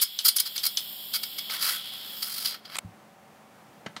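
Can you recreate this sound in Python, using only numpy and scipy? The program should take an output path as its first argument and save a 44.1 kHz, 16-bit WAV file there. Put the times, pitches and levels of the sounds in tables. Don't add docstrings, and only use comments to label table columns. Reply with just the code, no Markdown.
import sys
import numpy as np
from scipy import signal
from scipy.fft import rfft, irfft
from scipy.io import wavfile
from scipy.ndimage import uniform_filter1d

SR = 44100
rng = np.random.default_rng(int(sys.argv[2]) if len(sys.argv) > 2 else 0)


def master(y):
    cut = np.clip(np.atleast_2d(y).T, -1, 1)
    pcm = np.round(cut * 32767)
    wavfile.write(sys.argv[1], SR, pcm.astype(np.int16))


N = 176400
T = np.arange(N) / SR

# start in seconds, level in dB.
PING_TAPS = [(-.003, -21), (.188, -19), (.383, -18.5), (0.578, -19.5), (0.771, -15.5)]
# time in seconds, turns per second.
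PLATTER_SPEED = [(0, 56), (1.9, 66), (2.55, 40)]
# time in seconds, level in dB, treble gain in dB.
RUB_FORCE = [(0, -39, -3.5), (.85, -39, 3.5), (1.1, -40.5, 4), (1.4, -36.5, -0.5), (1.8, -34, -19.5),
             (2.18, -39, 3), (2.6, -53.5, -3)]
# frequency in Hz, bandwidth in Hz, relative level in dB.
PLATTER_MODES = [(3112, 20, 0.5), (3312, 105, 2), (12760, 160, -4), (14480, 310, -5)]
# frequency in Hz, relative spectral level in dB.
RUB_SPECTRUM = [(700, -17), (2700, -4.5), (3200, 8), (5400, 4), (6150, -53), (6900, -5), (10700, -3.5),
                (15000, -24)]
# frequency in Hz, level in dB.
HUM_PARTIALS = [(215.5, -63), (570, -70.5), (765, -68)]
# frequency in Hz, relative spectral level in dB.
ROOM_SPECTRUM = [(30, -29), (90, -9.5), (170, 1), (400, -6.5), (750, -3), (2200, -13.5), (4000, -21),
                 (15000, -28)]
# time in seconds, gain in dB.
BACKGROUND_GAIN = [(0, -9.5), (.9, -2), (3.8, 1)]
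# start in seconds, length in seconds, level in dB, treble gain in dB.
TIP_CATCHES = [(0.014, 0.021, -24.5, 13.5), (0.248, 0.021, -20.5, 9.5), (0.28, 0.0085, -18, 11),
               (0.363, 0.0052, -22.5, 13.5), (.399, 0.0031, -19, 11.5), (0.454, 0.022, -31, 1.5),
               (0.557, 0.0095, -27, 1), (0.632, 0.013, -26, 3.5), (0.65, 0.0052, -23.5, 7),
               (0.663, 0.0049, -21.5, 10), (1.134, 0.032, -25, 3.5), (1.232, .006, -25, 3.5),
               (1.383, 0.0061, -24.5, 0), (1.507, 0.0027, -21.5, -7), (2.224, 0.0074, -26, 4),
               (2.456, .002, -16.5, -3), (2.652, 0.0041, -34, -10.5)]
# frequency in Hz, bandwidth in Hz, relative level in dB.
CONTACT_MODES = [(1392, 150, -5.5), (2055, 39, -9.5), (2244, 49, -1), (3273, 160, 1), (4190, 107, 3.5),
                 (4373, 110, 2.5), (4710, 101, 10), (5130, 25, 4), (9445, 20, 3.5), (10230, 85.3, -4),
                 (14000, 299, -2)]
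# frequency in Hz, relative spectral level in dB.
SCRAPE_SPECTRUM = [(60, -82.5), (450, -29.5), (900, -28.5), (1300, -3.5), (2400, -7), (3200, 0),
                   (5300, 3.5), (6100, -29), (6800, -10.5), (12000, -1), (14500, -8.5)]
# time in seconds, level in dB, growl gain in dB, treble gain in dB.
SCRAPE_FORCE = [(1.485, -75, 0, 0), (1.5, -42, 10, 7.5), (1.545, -31, 11, 6.5), (1.585, -42, 8, 4),
                (1.62, -25.5, 3, 4), (1.72, -32.5, 14.5, 11.5), (1.82, -60, 18.5, 20),
                (2.19, -44.5, 3.5, 2), (2.25, -40.5, 5.5, 9.5), (2.49, -30, -1.5, 2.5),
                (2.55, -35, 6.5, -4), (2.59, -65.5, 13, -10), (2.755, -37.5, 9.5, -1), (2.785, -87, 0, -10)]
# start in seconds, level in dB, decay in seconds, treble gain in dB.
BLADE_CLICKS = [(1.497, -27, .003, -36), (2.7545, -28.5, 0.0026, -8), (2.7656, -33, 0.0034, 0.5),
                (2.785, -24, 0.0017, -1.5)]
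# frequency in Hz, bandwidth in Hz, relative level in dB.
SNAP_MODES = [(1350, 330, 0), (2150, 400, 0), (3400, 1500, -5), (7400, 2000, -4)]
# frequency in Hz, relative level in dB, seconds to fall by 60 dB.
CASE_MODES = [(106, 7.6, 0.097), (168.4, 6.7, 0.088)]
# start in seconds, level in dB, decay in seconds, growl gain in dB.
CASE_KNOCKS = [(3.861, -32, 0.0049, 4.5), (3.963, -29.5, 0.0092, -7.5)]
# frequency in Hz, relative spectral level in dB.
KNOCK_SPECTRUM = [(40, -32), (190, -0.5), (400, -13), (1000, -2.5), (4500, -16), (11000, -36), (14000, -51)]

RUB_GRIT_DB, CATCH_GRIT_DB, SCRAPE_GRIT_DB = 1, 2.4, 3.1


def undb(db):
    return 10 ** (np.asarray(db) / 20)


def unit(x):
    return x / np.sqrt(np.mean(x ** 2))


def curve(rows, column=1):
    rows = np.array(rows, float)
    return np.interp(T, rows[:, 0], rows[:, column])


def wander(rate_hz):
    hold = max(int(SR / rate_hz), 1)
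    steps = np.repeat(rng.standard_normal(N // hold + 1), hold)
    return unit(uniform_filter1d(steps, hold)[:N])


def colour(x, spectrum, size=2048):
    hz, db = np.array(spectrum, float).T
    bins_hz = np.maximum(np.fft.rfftfreq(size, 1 / SR), 1)
    gain = undb(np.interp(np.log(bins_hz), np.log(hz), db))
    cepstrum = irfft(np.log(gain))
    cepstrum[1:size // 2] *= 2
    cepstrum[size // 2 + 1:] = 0
    response = irfft(np.exp(rfft(cepstrum)))
    return signal.fftconvolve(x, response / np.linalg.norm(response))[:N]


def ring(x, modes, damping_hz=0, size=16384):
    t = T[:size]
    response = sum(undb(db) * width * np.exp(-np.pi * (width + damping_hz) * t)
                   * np.cos(2 * np.pi * hz * t) for hz, width, db in modes)
    response[0] /= 2
    return signal.fftconvolve(x, response / np.linalg.norm(response))[:N]


def shelve(x, growl_db=0, treble_db=0):
    low = signal.sosfiltfilt(signal.butter(3, 2710, "low", fs=SR, output="sos"), x)
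    high = signal.sosfiltfilt(signal.butter(3, 6200, "high", fs=SR, output="sos"), x)
    return x + (undb(growl_db) - 1) * low + (undb(treble_db) - 1) * high


def grit(spread_db, grains_per_s=7000):
    hits = rng.random(N) < grains_per_s / SR
    signs = rng.choice([-1, 1], N)
    strengths = undb(spread_db * np.minimum(rng.exponential(size=N), 5))
    return unit(hits * signs * strengths)


def burst(start, attack, release_at, decay):
    t = T - start
    return np.clip(t / attack, 0, 1) * np.exp(-np.clip((t - release_at) / decay, 0, 50))


def pings(from_hz=6200, to_hz=3000, fall_s=.0009, attack_s=.0018):
    chirps, rattle = 0, 0
    for start, db in PING_TAPS:
        hz = to_hz + (from_hz - to_hz) * np.exp(-np.maximum(T - start - attack_s, 0) / fall_s)
        sweep = np.sin(2 * np.pi * np.cumsum(hz) / SR)
        chirps += undb(db) * burst(start, attack_s, attack_s, decay=.003) * sweep
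        rattle += undb(db) * burst(start, attack_s, attack_s, decay=.018)
    return chirps + undb(-9) * colour(rattle * grit(CATCH_GRIT_DB), RUB_SPECTRUM)


def platter_angle():
    return 2 * np.pi * np.cumsum(curve(PLATTER_SPEED)) / SR


def rubbing():
    angle = platter_angle()
    ripple_db = .5 * (np.sin(angle) + .5 * np.sin(2 * angle))
    turning = T < RUB_FORCE[-1][0]
    force = undb(curve(RUB_FORCE) + ripple_db) * turning
    contact = lambda: shelve(force * grit(RUB_GRIT_DB), treble_db=curve(RUB_FORCE, 2))
    return undb(-3) * ring(contact(), PLATTER_MODES) + undb(-7.5) * colour(contact(), RUB_SPECTRUM)


def motor_and_room(flutter_db=2, pitch_waver=.00777):
    hum = 0
    for hz, db in HUM_PARTIALS:
        amplitude = np.sqrt(2) * undb(db + flutter_db * wander(12))
        pitch_hz = hz * (1 + pitch_waver * wander(17))
        hum += amplitude * np.sin(2 * np.pi * np.cumsum(pitch_hz) / SR)
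    air = undb(-55 + .49 * wander(9.04)) * colour(rng.standard_normal(N), ROOM_SPECTRUM, size=8192)
    return undb(curve(BACKGROUND_GAIN)) * (hum + air)


def catches(attack_s=.0031, release_s=.0052):
    power, weighted_treble = 1e-18, 0
    for start, length, db, treble_db in TIP_CATCHES:
        rise = np.minimum((T - start) / attack_s - 1, 0)
        fall = np.maximum(T - start - length, 0) / release_s
        skid_power = (undb(db) * np.exp(rise - fall)) ** 2
        power += skid_power
        weighted_treble += skid_power * treble_db
    force = np.sqrt(power)
    contact = lambda: shelve(force * grit(CATCH_GRIT_DB), growl_db=-1, treble_db=weighted_treble / power)
    return .5 * colour(contact(), SCRAPE_SPECTRUM) + undb(-4) * ring(contact(), CONTACT_MODES)


def scraping():
    chatter_db = 2 * np.sin(platter_angle()) + 2 * wander(250)
    force = undb(curve(SCRAPE_FORCE) + chatter_db)
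    growl_db, treble_db = curve(SCRAPE_FORCE, 2), curve(SCRAPE_FORCE, 3)
    contact = lambda: shelve(force * grit(SCRAPE_GRIT_DB), growl_db, treble_db)
    rasp = undb(-7) * colour(contact(), SCRAPE_SPECTRUM)
    return rasp + undb(-6) * ring(contact(), CONTACT_MODES, damping_hz=65)


def clicks():
    noise = rng.standard_normal(N)
    force = sum(shelve(undb(db) * burst(start, .0006, .0035, decay) * noise, treble_db=treble_db)
                for start, db, decay, treble_db in BLADE_CLICKS)
    return ring(force, SNAP_MODES)


def case_bump(start_s=2.846, attack_s=.0048):
    t = np.maximum(T - start_s, 0)
    modes = sum(undb(db - 60 * np.minimum(t / t60, 2)) * np.sin(2 * np.pi * hz * t)
                for hz, db, t60 in CASE_MODES)
    return -undb(-37.5) * modes * np.minimum(t / attack_s, 1)


def case_knocks():
    blows = sum(shelve(undb(db) * burst(start, .0021, .0039, decay) * rng.standard_normal(N), growl_db)
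                for start, db, decay, growl_db in CASE_KNOCKS)
    return colour(blows, KNOCK_SPECTRUM)


def reverberation(x, t60_s=.15, delay_s=.004, cutoff_hz=6010):
    t = T[:SR // 2]
    response = rng.standard_normal(len(t)) * np.exp(-np.log(1000) * t / t60_s) * (t > delay_s)
    response = signal.sosfilt(signal.butter(1, cutoff_hz, fs=SR, output="sos"), response)
    return undb(-13) * signal.fftconvolve(x, response / np.linalg.norm(response))[:N]


def scene():
    direct = rubbing() + scraping() + catches() + pings() + case_bump() + case_knocks()
    return (direct + reverberation(direct) + clicks() + motor_and_room())[None]


def record(dry):
    thinned = signal.sosfilt(signal.butter(2, 60, "high", fs=SR, output="sos"), dry)
    return signal.sosfilt(signal.ellip(10, .2, 80, 15700, fs=SR, output="sos"), thinned)


dry = scene()
out = record(dry)
master(out)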